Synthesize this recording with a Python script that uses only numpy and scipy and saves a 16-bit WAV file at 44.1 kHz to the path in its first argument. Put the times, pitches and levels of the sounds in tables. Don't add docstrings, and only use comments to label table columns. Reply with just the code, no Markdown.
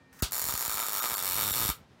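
import sys
import numpy as np
from scipy import signal
from scipy.fft import rfft, irfft, next_fast_len
from scipy.io import wavfile
from scipy.ndimage import uniform_filter1d, map_coordinates

SR = 44100
rng = np.random.default_rng(int(sys.argv[2]) if len(sys.argv) > 2 else 0)


def file_out(sig):
    cols = np.atleast_2d(sig).T
    lim = np.clip(cols, -1, 1)
    pcm = np.round(lim * 32767).astype(np.int16)
    wavfile.write(sys.argv[1], SR, pcm)


def amplitude_ratio(level_db):
    exponent = np.asarray(level_db, float) / 20
    return 10 ** exponent


N = 88200
T = np.arange(N) / SR

# touch_s, crack_db
TOUCHES = [
    (.2236, -15.3),
    (.3106, -33),
]
# time_s, panel_ring_db, puff_db
ARC_LEVELS = [(0.329, -46, -53), (0.37, -44, -72), (0.47, -49.5, -53), (0.495, -38.5, -69),
              (0.528, -44.5, -42), (0.668, -44.5, -81), (0.684, -72, -56), (0.692, -40, -65),
              (0.756, -45.5, -61), (0.78, -37.5, -72), (0.859, -44, -64), (1.021, -39.5, -54),
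              (1.07, -43.5, -62), (1.314, -42.5, -38.5), (1.463, -40, -34), (1.549, -43.5, -37.5),
              (1.641, -41.5, -33), (1.7, -40.5, -36)]
CRACK_DB = 9.5
USUAL_POP_DB = -32


def unit(x):
    return x / np.sqrt(np.mean(x ** 2) + 1e-20)


def along(points, hz):
    f, v = np.transpose(points)
    return np.interp(np.log(hz + 1), np.log(f + 1), v)


def filtered(x, response):
    m = next_fast_len(N + SR // 2)
    return irfft(rfft(x, m) * response(np.fft.rfftfreq(m, 1 / SR)), m)[..., :N]


def noise(spectrum):
    return unit(filtered(rng.standard_normal(N), lambda hz: amplitude_ratio(along(spectrum, hz))))


def impulses(s, size):
    return np.bincount(np.round(np.asarray(s) * SR).astype(int), size, N)[:N]


def workshop():
    # pitch_hz, level_db per Hz
    air_tone = [(15, -51), (40, -11), (140, -5.5), (264, -12.5), (600, -16.5), (1800, -24.5), (5000, -33),
                (9000, -43.5), (16000, -55)]
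    # first_db, last_db
    air_db = (-61, -58.5)
    # pitch_hz, rms_db
    hum = [(263.8, -68), (1836, -68.5), (2363, -77)]
    swell_db = 1.3 * map_coordinates(rng.standard_normal(60), [T * 25])
    air = amplitude_ratio(np.interp(T, [0, 2], air_db) + swell_db) * noise(air_tone)
    tones = sum(np.sqrt(2) * amplitude_ratio(db) * np.sin(2 * np.pi * hz * T) for hz, db in hum)
    return air + tones * amplitude_ratio(-18 * (T > .22))


def gas():
    # pitch_hz, level_db per Hz
    gas_tone = [(350, -40), (700, -12), (1400, 0), (3300, -15), (5700, -9), (9000, -11), (11000, -15),
                (13900, -9), (16000, -15)]
    # first_db, last_db
    gas_db = (-60, -57)
    # open_s, lost_under_strike_s
    gas_s = (.128, .225)
    # start_s, end_s (fades out up to 0.018 s later), level_db over the hiss
    scrape = (.19, .196, 8.5)
    open_s, lost_s = gas_s
    scrape_s, scrape_end_s, scrape_db = scrape
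    spurt_db = 6 * np.exp(-abs(T - open_s) / .006)
    scraping = (T > scrape_s) * np.clip((scrape_end_s + 0.018 - T) / 0.0023, 0, 1)
    level_db = np.interp(T, gas_s, gas_db) + spurt_db + scrape_db * scraping
    return amplitude_ratio(level_db) * (T > open_s) * (T < lost_s) * noise(gas_tone)


def room(x):
    # pitch_hz, t60_s
    decay = [(300, 0.21), (1500, 0.19), (6000, 0.16), (15000, 0.14)]
    # pitch_hz, level_db
    room_tone = [(300, -1.5), (2000, -1), (3600, 2.5), (6000, -2.5), (12500, -4.5), (14500, -6)]
    room_db, lag_s = 0.5, .004
    hz, t, z = signal.stft(rng.standard_normal((4, SR // 2)), SR, nperseg=128)
    fading = z * amplitude_ratio(-60 * t / along(decay, hz)[:, None])
    tail = signal.istft(fading, SR, nperseg=128)[1]
    tail = np.pad(tail, ((0, 0), (round(lag_s * SR), 0))) / np.linalg.norm(tail[0])
    choice = np.repeat(rng.integers(0, 4, N // 400 + 1), 400)[:N]
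    place = choice == np.arange(4)[:, None]
    wet = signal.fftconvolve(x * place, tail, axes=1).sum(0)[:N]
    return amplitude_ratio(room_db) * filtered(wet, lambda hz: amplitude_ratio(along(room_tone, hz)))


def spray():
    # start_s, rms_db, rise_s, t60_s
    splashes = [
        (.2245, -26, .002, .1),
        (.424, -38, .004, .06),
        (.49, -34.5, .008, .12),
        (.535, -37, .004, .08),
        (1.19, -38, .006, .1),
    ]
    # pitch_hz, level_db per Hz
    splash_tone = [(300, 1), (1200, -0.5), (2800, 1.5), (3800, 6), (8500, 5.5), (10300, 1), (12000, 1),
                   (16000, -3.5)]
    start, level_db, rise, t60 = np.transpose(splashes)[..., None]
    after = np.maximum(T - start, 0)
    envelope = amplitude_ratio(level_db - 60 * after / t60) * (1 - np.exp(-after / rise))
    return np.sum(envelope, 0) * noise(splash_tone)


def shorts():
    # short_s, crack_db, pop_db
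    uneven_shorts = [(0.3216, -15.5, -31), (0.332, -16.0, -34), (0.3389, -18.5, -35), (0.3458, -16.5, -34),
                     (0.3544, -17.0, -32), (0.3653, -17.5, -30), (0.3715, -20.5, -35), (0.3806, -17.5, -29),
                     (0.3862, -19.5, -43), (0.3955, -14.0, -29), (0.4017, -20.0, -39), (0.4173, -15.0, -29),
                     (0.4238, -16.5, -35), (0.4416, -15.5, -29), (0.4538, -16.0, -35), (0.4654, -18.5, -31),
                     (0.4726, -17.5, -47), (0.4796, -16.5, -37), (0.487, -15.5, -29), (0.4944, -16.5, -33),
                     (0.5022, -20.0, -34), (0.5095, -16.5, -35), (0.5243, -17.5, -28), (0.5392, -16.0, -30),
                     (0.5531, -17.0, -28), (0.5628, -20.5, -38), (0.5772, -15.5, -30), (0.5872, -23.5, -38),
                     (0.5942, -17.5, -36), (0.6013, -20.0, -34), (0.6096, -16.0, -27), (0.6179, -16.5, -37),
                     (0.6255, -16.0, -27), (0.6364, -21.5, -34), (0.6439, -20.0, -34), (0.6514, -15.5, -30),
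                     (0.6609, -16.5, -30), (0.6688, -20.0, -36), (0.6798, -16.5, -31), (0.696, -15.5, -28),
                     (0.7051, -19.0, -38), (0.7148, -18.0, -28), (0.7238, -16.0, -31), (0.733, -18.0, -36),
                     (0.7426, -15.5, -30), (0.7533, -18.0, -32), (0.7619, -20.5, -35), (0.7731, -17.5, -27),
                     (0.7811, -19.0, -27), (0.7931, -16.0, -27), (0.8009, -16.0, -24), (0.8097, -17.5, -32),
                     (0.8196, -19.0, -31), (0.8272, -19.5, -26), (0.8358, -17.0, -29), (0.8448, -20.5, -36),
                     (0.8519, -23.5, -34), (0.8584, -20.5, -34), (0.8662, -16.0, -29), (0.8741, -22.5, -33),
                     (0.885, -15.0, -26), (0.8946, -18.0, -35), (0.9035, -23.5, -32), (0.9138, -23.0, -32),
                (0.9226, -17.5, -30), (0.9328, -15.0, -27), (0.9422, -17.5, -31), (0.9508, -16.0, -27),
                (0.9629, -16.5, -29), (0.9722, -15.0, -30), (0.9823, -15.5, -29), (0.9916, -18.0, -30),
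                (1.0001, -20.5, -32), (1.0076, -19, -31), (1.0155, -19, -31), (1.0236, -17.5, -27),
                (1.032, -15.0, -27), (1.0407, -18.0, -21), (1.0488, -16.0, -26), (1.0577, -17.0, -23),
                (1.0659, -17.5, -32), (1.0742, -19.5, -32), (1.0827, -18.5, -31), (1.0902, -17.5, -32),
                (1.0994, -17.0, -27), (1.108, -18.0, -26), (1.117, -17.5, -25), (1.1251, -20.5, -34),
                (1.1326, -17.0, -27), (1.141, -15.5, -28), (1.1508, -19, -31), (1.161, -19, -31),
                (1.1706, -19.5, -29), (1.1814, -15.5, -29), (1.1912, -16.5, -30), (1.2017, -18.0, -32),
                (1.2124, -21.5, -33), (1.2257, -15.5, -28), (1.2361, -17.0, -28), (1.2469, -16.0, -27)]
    # start_s, shorts_gone_by
    runs = [(1.2569, 0), (1.278, 2), (1.2897, 3), (1.2998, 4), (1.3325, 7), (1.3556, 9), (1.3657, 10),
            (1.3753, 11), (1.4004, 14), (1.4215, 16), (1.4312, 17), (1.4392, 18), (1.4592, 20),
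            (1.4783, 22), (1.499, 24), (1.5081, 25), (1.5287, 27), (1.5396, 28), (1.5579, 30), (1.5729, 32),
            (1.599, 35), (1.6062, 36), (1.6412, 40), (1.66, 42), (1.7009, 46)]
    big_drops = [
        1.3834,
        1.3919,
        1.4312,
        1.599,
        1.6153,
        1.6233,
        1.6509,
        1.6906,
        1.7009,
    ]
    run_s, gone = np.transpose(runs)
    chance = rng.standard_normal((round(gone[-1]) + 1, 3))
    s = np.interp(np.arange(len(chance)), gone, run_s) + .00012 * chance[:, 0]
    big = np.isin(np.arange(len(s)), abs(s[:, None] - big_drops).argmin(axis=0))
    crack_db = -14.5 + .8 * chance[:, 1]
    pop_db = -30.5 + 4.5 * big + 1.5 * chance[:, 2]
    rows = np.vstack([uneven_shorts, np.transpose([s, crack_db, pop_db])])
    return *rows.T, rng.standard_normal((len(rows), 2))


def touches():
    touch_s, touch_db = np.transpose(TOUCHES)
    return impulses(touch_s, amplitude_ratio(touch_db + CRACK_DB))


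def air_puffs(s, chance):
    # puff_s, level_db, signed factor on the level (push +, pull -, 0 silent)
    strong_puffs = [(0.2265, -12, 1), (0.2331, -24, -0.5), (.334, -38, 0.5), (0.421, -37, -0.9),
                    (0.4445, -25.5, 0.4), (0.4686, -49, -4), (0.489, -31, -1), (0.528, -28, -0.1),
                    (0.5408, -28.5, 1.2), (0.6822, -32, -1), (0.747, -33.5, -0.5), (0.952, -29.5, 0),
                    (1.121, -32, -0.7), (1.193, -29, 0), (1.393, -20, 0), (1.511, -42.5, -3.5),
                    (1.575, -28, 0.1), (1.603, -32, 1), (1.618, -45, -4), (1.653, -28.5, -1.4),
                    (1.6912, -7, 0.2), (1.7, -22, -0.8)]
    rise_s, fall_s, lag_s = .0006, 0.0056, 0.00243
    at, _, puff_db = np.transpose(ARC_LEVELS)
    puff_s, strong_db, sign = np.transpose(strong_puffs)
    small = amplitude_ratio(np.interp(s, at, puff_db)) * (.4 * chance - 1)
    pushes = impulses(puff_s, sign * amplitude_ratio(strong_db)) + impulses(s + lag_s, small)
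    t = T[:999]
    shape = (1 - np.exp(-(t / rise_s) ** 2)) * np.exp(-t / fall_s)
    return np.convolve(pushes, shape)[40:N + 40]


def drop_pops(s, pop_db):
    corner_hz, steepness = 1500, 1.05
    pops = impulses(s + 0.00038, -amplitude_ratio(steepness * (pop_db - USUAL_POP_DB)))
    return filtered(pops, lambda f: 1j * f * corner_hz ** 2 / (corner_hz + 1j * f) ** 3)


def panel_ring(s, pop_db, chance, strike):
    # pitch_hz, width_hz, level_db
    panel = [(936, 59, -7.5), (1305, 124, 2.5), (1534, 70, -15.5), (2331, 36, -5), (3780, 216, -10),
             (4647, 76, -6.5), (6250, 610, -24)]

    def modes(f):
        total = 0
        for k, (centre, width, db) in enumerate(panel):
            damping = 1j * f * width
            total = total + (-1) ** k * amplitude_ratio(db) * damping / (centre * centre - f * f + damping)
        return total

    at, ring_db, _ = np.transpose(ARC_LEVELS)
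    blow_db = 1.5 * chance + 0.41 * (pop_db - USUAL_POP_DB)
    shaken = unit(filtered(impulses(s, amplitude_ratio(blow_db)), modes))
    return shaken * amplitude_ratio(-2 + np.interp(T, at, ring_db)) + amplitude_ratio(11.5) * filtered(strike, modes)


def cracks(s, crack_db, strike):
    # pitch_hz, level_db per Hz
    crack_tone = [(180, -20), (500, -9), (1250, -19.5), (2840, -3.5), (4200, -4), (7080, -0.5), (10000, 0),
                  (11700, -3.5), (16000, -3.5)]
    # delay_s, gain
    near_edges = [(.00009, 0.42), (.00016, 0.46), (.000305, -0.93), (.00039, -.45), (.00088, 0.022)]
    # delay_s, gain
    walls = [(.00065, .14), (.001, -.14), (.00185, .15), (.0027, -.24), (.0031, .13), (.0042, .17)]
    stretch = 1 + .035 * np.array([[-1], [-.5], [0], [.5], [1]])
    foot = rng.integers(0, len(stretch), N) == np.arange(len(stretch))[:, None]

    def response(hz):
        echoes = 1
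        for delay_s, gain in [*near_edges, *walls]:
            echoes = echoes + gain * np.exp(-2j * np.pi * hz * delay_s * stretch)
        return amplitude_ratio(along(crack_tone, hz)) * echoes

    clicks = impulses(s, amplitude_ratio(crack_db + CRACK_DB)) + strike
    return filtered(foot * clicks, response).sum(0)


def drifting_bands(x):
    # pitch_hz, width_hz, first_db, last_db
    bands = [(3060, 1130, -7.5, 1), (4500, 400, 2.5, 2), (4830, 330, -9.5, -7.5), (6320, 360, -13, -13),
             (6900, 560, 11.5, 4.5), (8200, 820, -5.5, -4), (10400, 460, -19.5, -12),
             (10730, 650, -1, -4), (13250, 600, 9, 9.5), (14200, 800, -1, 0.5), (15400, 420, 11, 8)]

    def shade(f):
        bells = (np.outer([a, b], np.exp(-.5 * ((f - c) / w * 2) ** 2)) for c, w, a, b in bands)
        return amplitude_ratio(sum(bells))

    first, last = filtered(x, shade)
    moved = np.interp(T, [.6, 1.4], [0, 1])
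    return first * (1 - moved) + last * moved


def arc():
    s, crack_db, pop_db, chance = shorts()
    strike = touches()
    struck = cracks(s, crack_db, strike) + panel_ring(s, pop_db, chance[:, 0], strike)
    direct = drifting_bands(struck) + spray()
    return direct + room(direct) + drop_pops(s, pop_db) + air_puffs(s, chance[:, 1])


def scene():
    return (arc() + gas() + workshop())[None]


def thin_briefly(x):
    thinned = [
        .2135,
        1.011,
        1.160,
        1.522,
    ]
    _, t, z = signal.stft(x, SR, nperseg=512, noverlap=448)
    for s in thinned:
        share = np.clip(2 - 2 * abs(t - s) / .008, 0, 1)
        power = np.sum(abs(z) ** 2 * share, -1)
        level = np.log(uniform_filter1d(power, size=4) + 1e-20)
        level -= uniform_filter1d(level, size=60)
        weak = level < np.quantile(level[:, :185], .78)
        z = z * amplitude_ratio(np.where(weak, -18, 3.5)[..., None] * share)
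    return signal.istft(z, SR, nperseg=512, noverlap=448)[1][:, :N]


def band_limit(x):
    return signal.sosfilt(signal.butter(12, 17140, fs=SR, output="sos"), x)


def record(dry):
    top_hz, edge_hz, above_top_db = 15850, 110, -70
    x = signal.sosfilt(signal.butter(4, 49.7, "high", fs=SR, output="sos"), dry)
    x = thin_briefly(x)
    x = filtered(x, lambda hz: amplitude_ratio(above_top_db * np.clip((hz - top_hz) / edge_hz, 0, 1)) * (hz < 16600))
    return band_limit(x)


dry = scene()
out = record(dry)
file_out(out)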